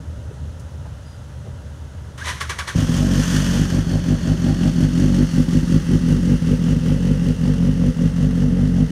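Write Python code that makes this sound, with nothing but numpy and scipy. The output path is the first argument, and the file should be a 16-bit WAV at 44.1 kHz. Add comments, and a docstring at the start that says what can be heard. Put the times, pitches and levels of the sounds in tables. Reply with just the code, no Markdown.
"""Sport motorcycle starting and idling

A four-cylinder motorcycle is started among parked bikes, with traffic rumbling beyond: filtered noise.
The starter grinds through five compressions: toothed noise and sagging tones. Then the engine catches.
It idles with a lumpy surge about five times a second; each firing is a pulse that rings a short open pipe.
Valve gear rattles as noise shaped by small ticks, and faint whines come and go.
The sound colours change as the listener walks from the cockpit to the bike's side."""
import sys
import numpy as np
from scipy import signal
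from scipy.fft import rfft, irfft, next_fast_len
from scipy.io import wavfile

SR = 44100
rng = np.random.default_rng(int(sys.argv[2]) if len(sys.argv) > 2 else 0)


def to_wav(sig):
    """Store sig (one row per channel, or 1-D mono) as 16-bit WAV at the path in sys.argv[1].

    Samples outside -1..1 are clipped; the rate is SR.
    """
    pcm = np.clip(np.atleast_2d(sig), -1, 1) * 32767
    pcm = np.round(pcm).astype(np.int16)
    wavfile.write(sys.argv[1], SR, pcm.T)  # frames by channels


N = 392931
TIME = np.arange(N) / SR   # s
SOLENOID_S, CATCH_S = 2.176, 2.745   # when the starter is thrown in, and when the engine catches
CLATTER_SWING_DB = 2   # how far gear load moves clatter and whines in the deepest surges

# The idle hunts: each surge has one hardest boom, then the cylinders fire weakly for a moment
# [boom t/s, boom strength/0-1, strength in the lull after it/0-1, lull length/s]
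SURGES = [(2.763, 0.67, .8, .03), (2.792, 0.69, 0.15, 0.093), (3.012, .52, 0.49, 0.028),
          (3.203, 0.67, 0.19, 0.064), (3.370, 0.58, 0.41, 0.027), (3.621, 0.55, 0.23, 0.082),
          (3.793, 0.58, 0.14, 0.1), (3.961, 0.52, 0.21, 0.1), (4.132, 0.59, 0.19, 0.1),
          (4.322, 0.55, 0.1, 0.064), (4.511, 0.49, 0.29, 0.12), (4.682, 0.61, .16, 0.064),
          (4.853, 0.66, 0.33, 0.053), (5.047, 0.71, 0.58, 0.051), (5.234, 0.77, 0.17, 0.122),
          (5.408, 0.81, 0.19, 0.11), (5.578, 0.77, .12, 0.094), (5.768, 0.68, 0.14, 0.096),
          (5.960, 0.72, 0, 0.042), (6.131, 0.68, 0.49, 0.12), (6.345, 0.75, 0.12, 0.093),
          (6.541, 0.73, 0.02, 0.041), (6.734, 0.67, 0.04, 0.066), (6.929, 0.7, 0.43, 0.064),
          (7.120, 0.73, 0.39, 0.05), (7.311, 0.65, 0.12, 0.058), (7.505, 0.68, 0.39, 0.035),
          (7.699, 0.71, 0.31, 0.032), (7.89, .76, .02, 0.069), (8.064, 0.75, 0.27, .075),
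          (8.254, 0.71, 0.46, 0.056), (8.448, 0.69, 0.54, 0.025), (8.641, 0.75, 0.46, 0.029),
          (8.832, 0.76, 0.09, 0.06)]
# What reaches the listener from the pipe
# [t/s, change in drone of the two lowest resonances/dB, change in bark/dB, change in rasp/dB]
FACING = [(2.8, 5, 6, 11), (3.4, 0, 4.5, 2), (3.75, 4, 6.5, 11.5), (4.0, 4, 7, 8), (4.6, 2.5, 2.5, 13.5),
          (5.2, -1.5, 2.5, -7), (6.0, 0.5, 3, -17), (7.0, -1, 2, -8), (8.0, -1.5, -1.5, -9),
          (8.9, -1.5, -7.5, -0.5)]
# Colour of the gas rushing out of the pipe [f/Hz, level per Hz/dB]
RUSH = [(150, 9.5), (250, 4.5), (330, 4), (430, -2.5), (550, 1.5), (640, -14.5), (710, -57), (800, -11),
        (1100, -32), (2500, -25)]


def from_db(db):
    """Decibels to gain."""
    return 10 ** (np.asarray(db) / 20)


def rms_one(x):
    """Scale to unit power."""
    return x / np.sqrt(np.mean(x ** 2) + 1e-20)


def in_time(rows):
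    """Each column of a curve at every sample."""
    s, *columns = np.transpose(rows)
    return [np.interp(TIME, s, c) for c in columns]


def coloured(x, spectrum):
    """Give x a spectrum that falls away steeply past both ends; rms 1."""
    hz, db = np.transpose(spectrum)
    size = next_fast_len(N)
    octave = np.log2(np.maximum(np.arange(size // 2 + 1) * SR / size, 1))
    below = np.maximum(np.log2(hz[0]) - octave, 0)
    above = np.maximum(octave - np.log2(hz[-1]), 0)
    gain = from_db(np.interp(octave, np.log2(hz), db) - 105 * (below + above))
    return rms_one(irfft(rfft(x, size) * gain, size)[:N])


def cut(x, hz, kind, order=2):
    """Butterworth low-pass or high-pass."""
    sos = signal.butter(order, min(hz, .45 * SR), kind, fs=SR, output="sos")
    return signal.sosfilt(sos, x + 1e-18)


def resonate(x, hz, width_hz):
    """One resonance with gain 1 on top."""
    r = np.exp(-np.pi * width_hz / SR)
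    top = np.array([1, 0, -1]) * (1 - r * r) / 2
    return signal.lfilter(top, [1, -2 * r * np.cos(2 * np.pi * hz / SR), r * r], x + 1e-18)


def body(x, modes):
    """Resonances in parallel, with alternating signs."""
    return sum((-1) ** k * from_db(db) * resonate(x, hz, width) for k, (hz, width, db) in enumerate(modes))


def clicks(at, sizes):
    """Single impulses at the given samples."""
    return np.bincount(np.clip(at, 0, N - 1).astype(int), sizes, N)


def linger(x, decay_s):
    """Every impulse becomes an exponential fade of the same height."""
    return signal.lfilter([1], [1, -np.exp(-1 / (decay_s * SR))], x + 1e-18)


def swell(start, rise_s, decay_s):
    """A straight rise to 1, then an exponential fade."""
    age = TIME - start
    return np.clip(age / rise_s, 0, 1) * np.exp(-np.maximum(age - rise_s, 0) / decay_s)


def noise():
    """White noise."""
    return rng.standard_normal(N)


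def narrow(hz, width_hz):
    """A wavering tone: noise twice through one resonance; rms 1."""
    return rms_one(resonate(resonate(noise(), hz, width_hz), hz, width_hz))


def sine(hz):
    """A sine whose frequency may change from sample to sample."""
    return np.sin(2 * np.pi * np.cumsum(hz) / SR)


def street(traffic_db=4, hiss_db=-50):
    """Traffic rumble and a far hiss are coloured noise; small knocks and squeaks are bands of noise."""
    # rumble over time [t/s, level before traffic_db is added/dB]
    rumble_curve = [(0.0, -33.5), (0.32, -34), (0.37, -35.5), (0.47, -32.5), (0.55, -36), (0.93, -34.5),
                    (0.99, -38), (1.53, -35.5), (2.13, -37), (2.15, -37)]
    # colours of the rumble and of the steady hiss [f/Hz, level per Hz/dB]
    rumble_colour = [(18, -62), (30, -28), (55, -14), (75, 1.5), (89, -7.5), (108, -7.5), (146, -10.5),
                     (171, -19), (286, -25.5), (346, -32), (455, -30.5), (491, -29.5), (600, -26.5),
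                     (780, -52), (1320, -120)]
    hiss_colour = [(380, -30), (650, -5), (955, -1), (1050, -7), (1280, -3.5), (1380, -3), (2030, -10.5),
                   (2260, -17), (2950, -11), (4700, -17.5), (6370, -14), (7670, -20.5), (9610, -20),
                   (13800, -34), (15500, -36)]
    # small noises in the shop [t/s, level/dB, f/Hz, width/Hz, rise/s, decay/s]
    knocks = [(.29, -40, 400, 160, 0.021, 0.017), (.595, -49, 6460, 7000, 0.0031, 0.014),
              (.85, -43, 700, 800, 0.0088, .025), (1.04, -54, 4900, 80, 0.025, .06),
              (1.05, -63, 9750, 200, 0.027, .05), (1.12, -56, 4820, 80, .02, .03),
              (1.45, -41.5, 420, 400, .02, 0.03)]
    rumble_db, = in_time(rumble_curve)
    out = from_db(rumble_db + traffic_db) * coloured(noise(), rumble_colour)
    out = out + from_db(hiss_db) * coloured(noise(), hiss_colour)
    for s, db, hz, width_hz, rise, decay in knocks:
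        out = out + from_db(db) * swell(s, rise, decay) * narrow(hz, width_hz)
    return out


def starter(spin_db=-42, solenoid_db=-40, teeth_db=2, grind_db=0.5, whine_hz=1950, whine_db=-4,
            whine_sag_s=.1, whine_late_s=0.024, whine_decay_s=0.013, growl_db=-3.0, overtone_db=-5,
            flutter=0.0094):
    """The motor spins up; each compression makes the gears growl and grind, and drags their whine down."""
    # compressions that load the starter [t/s, push level/dB, rise/s, decay/s, growl f/Hz]
    strokes = [(2.236, -26, 0.056, 0.032, 1010), (2.402, -24.5, 0.011, 0.018, 1130),
               (2.492, -23.5, 0.0067, 0.02, 1140), (2.584, -24, 0.0062, 0.022, 1130),
               (2.671, -25, 0.0098, 0.026, 1140)]
    # colour of the grinding [f/Hz, level per Hz/dB]
    grind_colour = [(350, -9), (600, -10), (766, -12.5), (1010, -0.5), (1340, -4), (1860, 0), (2610, -10),
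                    (3110, -6.5), (4200, -10), (4880, -15), (5980, -8.5), (7540, -18.5), (9240, -15.5),
                    (13000, -30.5), (15500, -44)]
    engaged = swell(SOLENOID_S, 0.0012, np.inf)
    running = engaged * np.clip((CATCH_S + 0.017 - TIME) / 0.014, 0, 1)
    load = from_db(solenoid_db) * swell(SOLENOID_S, 0.0016, 0.3)
    waver = 1 + flutter * rms_one(cut(noise(), 130, "low"))
    spin_up_hz = np.interp(TIME, [SOLENOID_S, strokes[0][0]], [1130, 1760])
    tones = from_db(-25.5) * swell(2.205, 0.02, 0.0081) * sine(spin_up_hz * waver)
    for s, db, rise, decay, growl_hz in strokes:
        push = from_db(db) * swell(s, rise, decay)
        load = load + push
        # four harmonics, each weaker than the one below
        growl = sum(from_db(growl_db + overtone_db * k) * sine((k + 1) * growl_hz * waver) for k in range(4))
        tones = tones + push * growl
        sagging_hz = whine_hz * np.exp(-np.maximum(TIME - s - 1.4 * rise, 0) / whine_sag_s)
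        whine_level = from_db(db + whine_db) * swell(s, rise + whine_late_s, whine_decay_s)
        tones = tones + whine_level * sine(sagging_hz * waver)
    roughness = np.tanh(rms_one(cut(noise(), 560, "low")))
    teeth = rms_one(from_db(teeth_db * roughness))
    grind = from_db(grind_db) * coloured(noise() * teeth, grind_colour) * np.hypot(load, from_db(spin_db))
    return (grind + tones * np.sqrt(teeth)) * running


def surge_depth(top, lull):
    """How far a surge swings the engine: 1 if firing stops in the lull, 0 if it carries on unchanged."""
    return np.sqrt(np.clip(1 - lull / top, 0, 1))


def firings(idle_firings_per_s=47.2, valve_lead_s=.0105, speed_swing=0.1393, speed_lag=0.0458,
            fade_s=0.006, pick_up_strength=0.33, pick_up_s=.035, full_at=0.81):
    """One firing per half turn of the crank, which slows in each lull and races into the next boom.

    Gives the samples at which an exhaust valve opens, and how hard each cylinder has fired.
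    speed_swing is the crank's share of speed change in the deepest surges.
    speed_lag (top speed) and full_at (full strength) are shares of a surge after its boom."""
    last = SURGES[-1]
    following = SURGES[1:] + [(last[0] + last[0] - SURGES[-2][0], *last[1:])]
    times, strengths = [], []
    for (s, top, lull, lull_s), (next_s, next_top, _, _) in zip(SURGES, following):
        length = next_s - s
        count = max(round(length * idle_firings_per_s), 1)
        phase = (np.arange(count) + .5) / count - speed_lag
        speed = 1 + speed_swing * surge_depth(top, lull) * np.cos(2 * np.pi * phase)
        age = length * (np.cumsum(1 / speed) - 1 / speed) / np.sum(1 / speed)
        # fade into the lull, then pick up at a middling strength and climb to full
        weak = lull + (top - lull) * np.exp(-age / fade_s)
        climb = np.clip((age - lull_s) / max(full_at * length - lull_s, 1e-3), 0, 1)
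        strong = (1 - climb) * max(pick_up_strength, lull) + climb * next_top
        picked_up = np.clip((age - lull_s) / pick_up_s + .5, 0, 1)
        # the valve opens a little before its boom peaks
        times.extend(s - valve_lead_s + age)
        strengths.extend((1 - picked_up) * weak + picked_up * strong)
    at = np.array(times) * SR
    return at[at < N].astype(int), np.array(strengths)[at < N]


def pipe_boom(at, strength, drone_db, opening_hz, scatter_db=0.7):
    """Each firing kicks the low resonances of the exhaust pipe."""
    # resonances; soft firings hardly wake the top one
    # [f/Hz, width/Hz, level at full strength before drone changes/dB, power of strength]
    pipe = [(50.5, 13.6, 40, 1.2), (100.6, 24.5, 38.5, 1.04), (159.8, 17.9, 45.5, 1.016),
            (246.8, 17.4, 44.5, 1.49)]
    boom = 0
    for k, (hz, width, db, power) in enumerate(pipe):
        sizes = strength ** power * from_db(scatter_db * rng.standard_normal(len(at)))
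        # the valve takes a moment to open, which rounds every pulse
        kicks = cut(clicks(at, sizes), opening_hz, "low", order=4)
        drone_share = .5 * (k == 0) + (k == 1)
        boom = boom + (-1) ** k * from_db(db + drone_db * drone_share) * resonate(kicks, hz, width)
    return boom


def pipe_bark(at, strength, puffs, bark_db, rasp_db, opening_hz, hardness=3.5, tear_db=-50.5):
    """Hard firings wake higher pipe resonances, and the hardest puffs tear at its mouth."""
    # first three bark, the rest rasp [f/Hz, width/Hz, level before bark or rasp changes/dB]
    bark_modes = [(276, 60, 25.5), (420, 43, 1), (513, 6, 26), (660, 11, -30), (794, 65, -8.5),
                  (787, 40, 11.5)]
    sharp = cut(clicks(at, strength ** hardness), opening_hz, "low", order=4)
    bark = from_db(bark_db) * body(sharp, bark_modes[:3])
    rasp = from_db(rasp_db) * body(sharp, bark_modes[3:])
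    tear_colour = [(560, -2), (630, 13.5), (710, -1), (800, 7.5), (950, -27.0)]   # f/Hz, level per Hz/dB
    tear = from_db(tear_db + rasp_db) * coloured(noise() * puffs ** 2, tear_colour)
    return bark + rasp + tear


def piston_hum(at, strength, pumping=0.13, lag_s=0.01168, hum_db=43, hum_hz=172, width_hz=18):
    """Fired or not, the rising piston then pushes the gas out and keeps the pipe humming."""
    soft = cut(clicks(at + lag_s * SR, pumping * (1 + strength)), 440, "low")
    return from_db(hum_db) * resonate(soft, hum_hz, width_hz)


def gas_rush(at, strength, puffs, bark_db, rush_db=-39, turbulence_db=1):
    """Gas leaves as one clean pulse per firing, with turbulent noise around it."""
    pulses = coloured(clicks(at, strength ** 3.0), RUSH)
    turbulence = coloured(noise() * (puffs ** 1.17 + 0.015), RUSH)
    return from_db(rush_db + bark_db) * (pulses + from_db(turbulence_db) * turbulence)


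def pipe_burble(puffs, drone_db, burble_db=-32):
    """Turbulence in the pipe is low noise that makes no two beats alike."""
    colour = [(30, -29), (45, -39), (80, -45), (125, -12), (185, -2.5), (230, -5.5), (300, -14)]
    return from_db(burble_db + drone_db / 2) * coloured(noise() * (puffs + 0.27), colour)


def exhaust(at, burn, jitter_s=0.0002, opening_hz=1100, rush_decay_s=0.03):
    """Each firing kicks the pipe; hard ones also make it bark and blow a puff of rushing gas."""
    # lone hard firings that break into a lull [t/s, strength/0-1]
    lone = [(2.826, 0.67), (2.89, 0.65), (3.875, 0.4), (4.085, 0.46), (4.243, 0.34), (4.598, 0.53),
            (5.324, 0.59), (5.492, 0.54), (5.636, .5), (6.428, 0.48), (6.596, 0.42), (6.772, 0.68),
            (7.4, .55)]
    at = np.clip(at + jitter_s * SR * rng.standard_normal(len(at)), 0, N - 1).astype(int)
    strength = np.abs(burn)
    for s, hard in lone:
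        strength[np.argmin(np.abs(at - s * SR))] = hard
    drone_db, bark_db, rasp_db = in_time(FACING)
    puffs = cut(linger(clicks(at, strength), rush_decay_s), 140, "low")
    boom = pipe_boom(at, strength, drone_db, opening_hz)
    hum = piston_hum(at, strength)
    bark = pipe_bark(at, strength, puffs, bark_db, rasp_db, opening_hz)
    gas = gas_rush(at, strength, puffs, bark_db) + pipe_burble(puffs, drone_db)
    return boom + hum + bark + gas * swell(CATCH_S, 0.004, np.inf)


def gear_load(clatter_at=0.79):
    """Load on the gears, -1 to 1: slack while the crank coasts, taut as it is driven up again.

    It is greatest at the share clatter_at of each surge."""
    s, top, lull, _ = np.transpose(SURGES[1:])
    turn = np.interp(TIME, np.append(s, 2 * s[-1] - s[-2]), np.arange(len(s) + 1))
    depth = np.interp(turn, np.arange(len(s)) + clatter_at, surge_depth(top, lull))
    return depth * np.cos(2 * np.pi * (turn - clatter_at))


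def valve_gear(at, case_rattle_db=4, tick_db=2, tick_scatter_db=2, tick_decay_s=0.012, ring_db=-7,
               split_hz=3500, sizzle_swing_db=2):
    """Valves seat twice per firing, over a steady sizzle of chain and gears; one cylinder ticks loudest."""
    # valve gear, chain and clutch, loudest just after the start
    # [t/s, clatter level before gear load/dB, sizzle level before gear load/dB]
    gear_levels = [(2.76, -32.5, -38.5), (3.1, -36, -40), (3.23, -31.5, -35), (3.44, -30.5, -36),
                   (3.65, -35.5, -40), (3.87, -39.5, -46), (4.3, -39, -46), (5.3, -41.5, -42.5),
                   (5.95, -43, -43.5), (6.7, -45, -45.5), (7.5, -46.5, -47.5), (8.9, -46.5, -49.5)]
    # their colour above the tank and beside the engine [f/Hz, level per Hz/dB]
    colour_above = [(410, 1), (700, -4), (757, -10), (1050, -4), (1630, -2.5), (2250, -11), (2870, -8),
                    (3320, -5), (3820, -12), (6260, -0.5), (7600, -10.5), (9720, -9), (10500, -18),
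                    (13300, -17), (15500, -50)]
    colour_beside = [(410, -33), (700, -63), (818, -2), (993, -15), (1130, -4), (1800, -5.5), (1970, -3.5),
                     (2400, -17.5), (2730, -7.5), (3870, -15.5), (5940, -9), (7400, -19), (9230, -15.5),
                     (13300, -29.5), (15500, -31)]
    # ringing of the engine cases, relative to each other [f/Hz, width/Hz, level/dB]
    cases = [(1070, 64, -13), (1550, 240, 10), (1895, 175, 9.5), (2730, 320, 0.5), (3057, 360, 8.5),
             (4420, 37, 11), (6240, 1400, 4)]
    count = 2 * len(at)
    seats = np.interp(np.arange(count) / 2 + .15, np.arange(len(at)), at)
    seats = seats + rng.normal(0, 0.00078 * SR, count)
    pattern_db = np.resize([1, -29, -2, -10.5, -2.5, -38, -2.5, -36], count)
    sizes = from_db(tick_db + pattern_db + tick_scatter_db * rng.standard_normal(count))
    rattle = noise() * np.sqrt(1 + linger(clicks(seats, sizes), tick_decay_s) ** 2)
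    walked = np.clip((TIME - 4.0) / 2.0, 0, 1)   # 0 above the tank, 1 beside the engine
    metal = (1 - walked) * coloured(rattle, colour_above) + walked * coloured(rattle, colour_beside)
    unsteady = from_db(case_rattle_db * np.tanh(rms_one(cut(noise(), 15.5, "low"))))
    ringing = rms_one(body(np.abs(rattle) * noise() * unsteady, cases))
    metal = metal + from_db(ring_db) * ringing
    clatter_db, sizzle_db = in_time(gear_levels)
    load = gear_load()
    low, high = (rms_one(cut(metal, split_hz, kind, order=4)) for kind in ("low", "high"))
    clatter = from_db(clatter_db + CLATTER_SWING_DB * load) * low
    sizzle = from_db(sizzle_db + sizzle_swing_db * load) * high
    return (clatter + sizzle) * swell(CATCH_S, 0.021, np.inf)


def whines():
    """Faint whines of the running engine: narrow noise that fades in and out and follows the gear load."""
    # [f/Hz, width/Hz, level before gear load/dB, centre of the fade t/s, spread of the fade/s]
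    whine_rows = [(4390, 260, -49.5, 4.5, 1.2), (2840, 610, -50, 7.06, 1.1), (1083, 20, -40, 2.3, 0.69),
                  (1770, 120, -43, 3.38, 0.3), (436, 30, -41, 8.7, 0.67)]
    out = 0
    for hz, width, db, s, span in whine_rows:
        out = out + from_db(db) * np.exp(-((TIME - s) / span) ** 2) * narrow(hz, width)
    return out * swell(CATCH_S, 0.076, np.inf) * from_db(CLATTER_SWING_DB * gear_load())


def walk_round(x):
    """Echoes from ground and bikes lift or hollow two bands of the exhaust as the listener walks round."""
    # the two bands [f/Hz, width/Hz]
    echo_bands = [(335, 130), (445, 80)]
    # how they change [t/s, lower band lift/dB, upper band lift/dB]
    echo_lift = [(2.8, 1, -6), (3.9, 3, -1.5), (4.5, 8.5, -8), (5.3, 4.5, -10), (5.9, 7, -1),
                 (6.502, -0.5, 6.5), (7.3, -5.5, 8.5), (8.1, -7, 10), (8.9, -5, 11.5)]
    for (hz, width_hz), lift_db in zip(echo_bands, in_time(echo_lift)):
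        x = x + (from_db(lift_db) - 1) * resonate(x, hz, width_hz)
    return x


def shop_front(x, wet_db=-21, t60_s=0.034):
    """Scattered echoes from the walls and the other bikes: a short fading tail of noise."""
    age = TIME[:SR // 2]
    tail = rng.standard_normal(len(age)) * from_db(-60 * age / t60_s) * (age > .008)
    return x + from_db(wet_db) * signal.fftconvolve(x, tail / np.linalg.norm(tail))[:N]


def scene():
    """The motorcycle in front of the shop, over the street."""
    at, burn = firings()
    bike = walk_round(exhaust(at, burn)) + valve_gear(at) + whines() + starter()
    return (shop_front(bike) + street())[None]


def record(dry):
    """The microphone drops the deepest bass and the top; the sound fades in and out within 4 ms."""
    fade = np.clip(np.minimum(TIME, TIME[::-1]) * 250, 0, 1)
    thinned = cut(dry, 22.5, "high", order=4) * fade
    top_cut = signal.ellip(10, .2, 80, 15700, fs=SR, output="sos")   # steep low-pass at 15700 Hz
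    return signal.sosfilt(top_cut, thinned)


dry = scene()
out = record(dry)
to_wav(out)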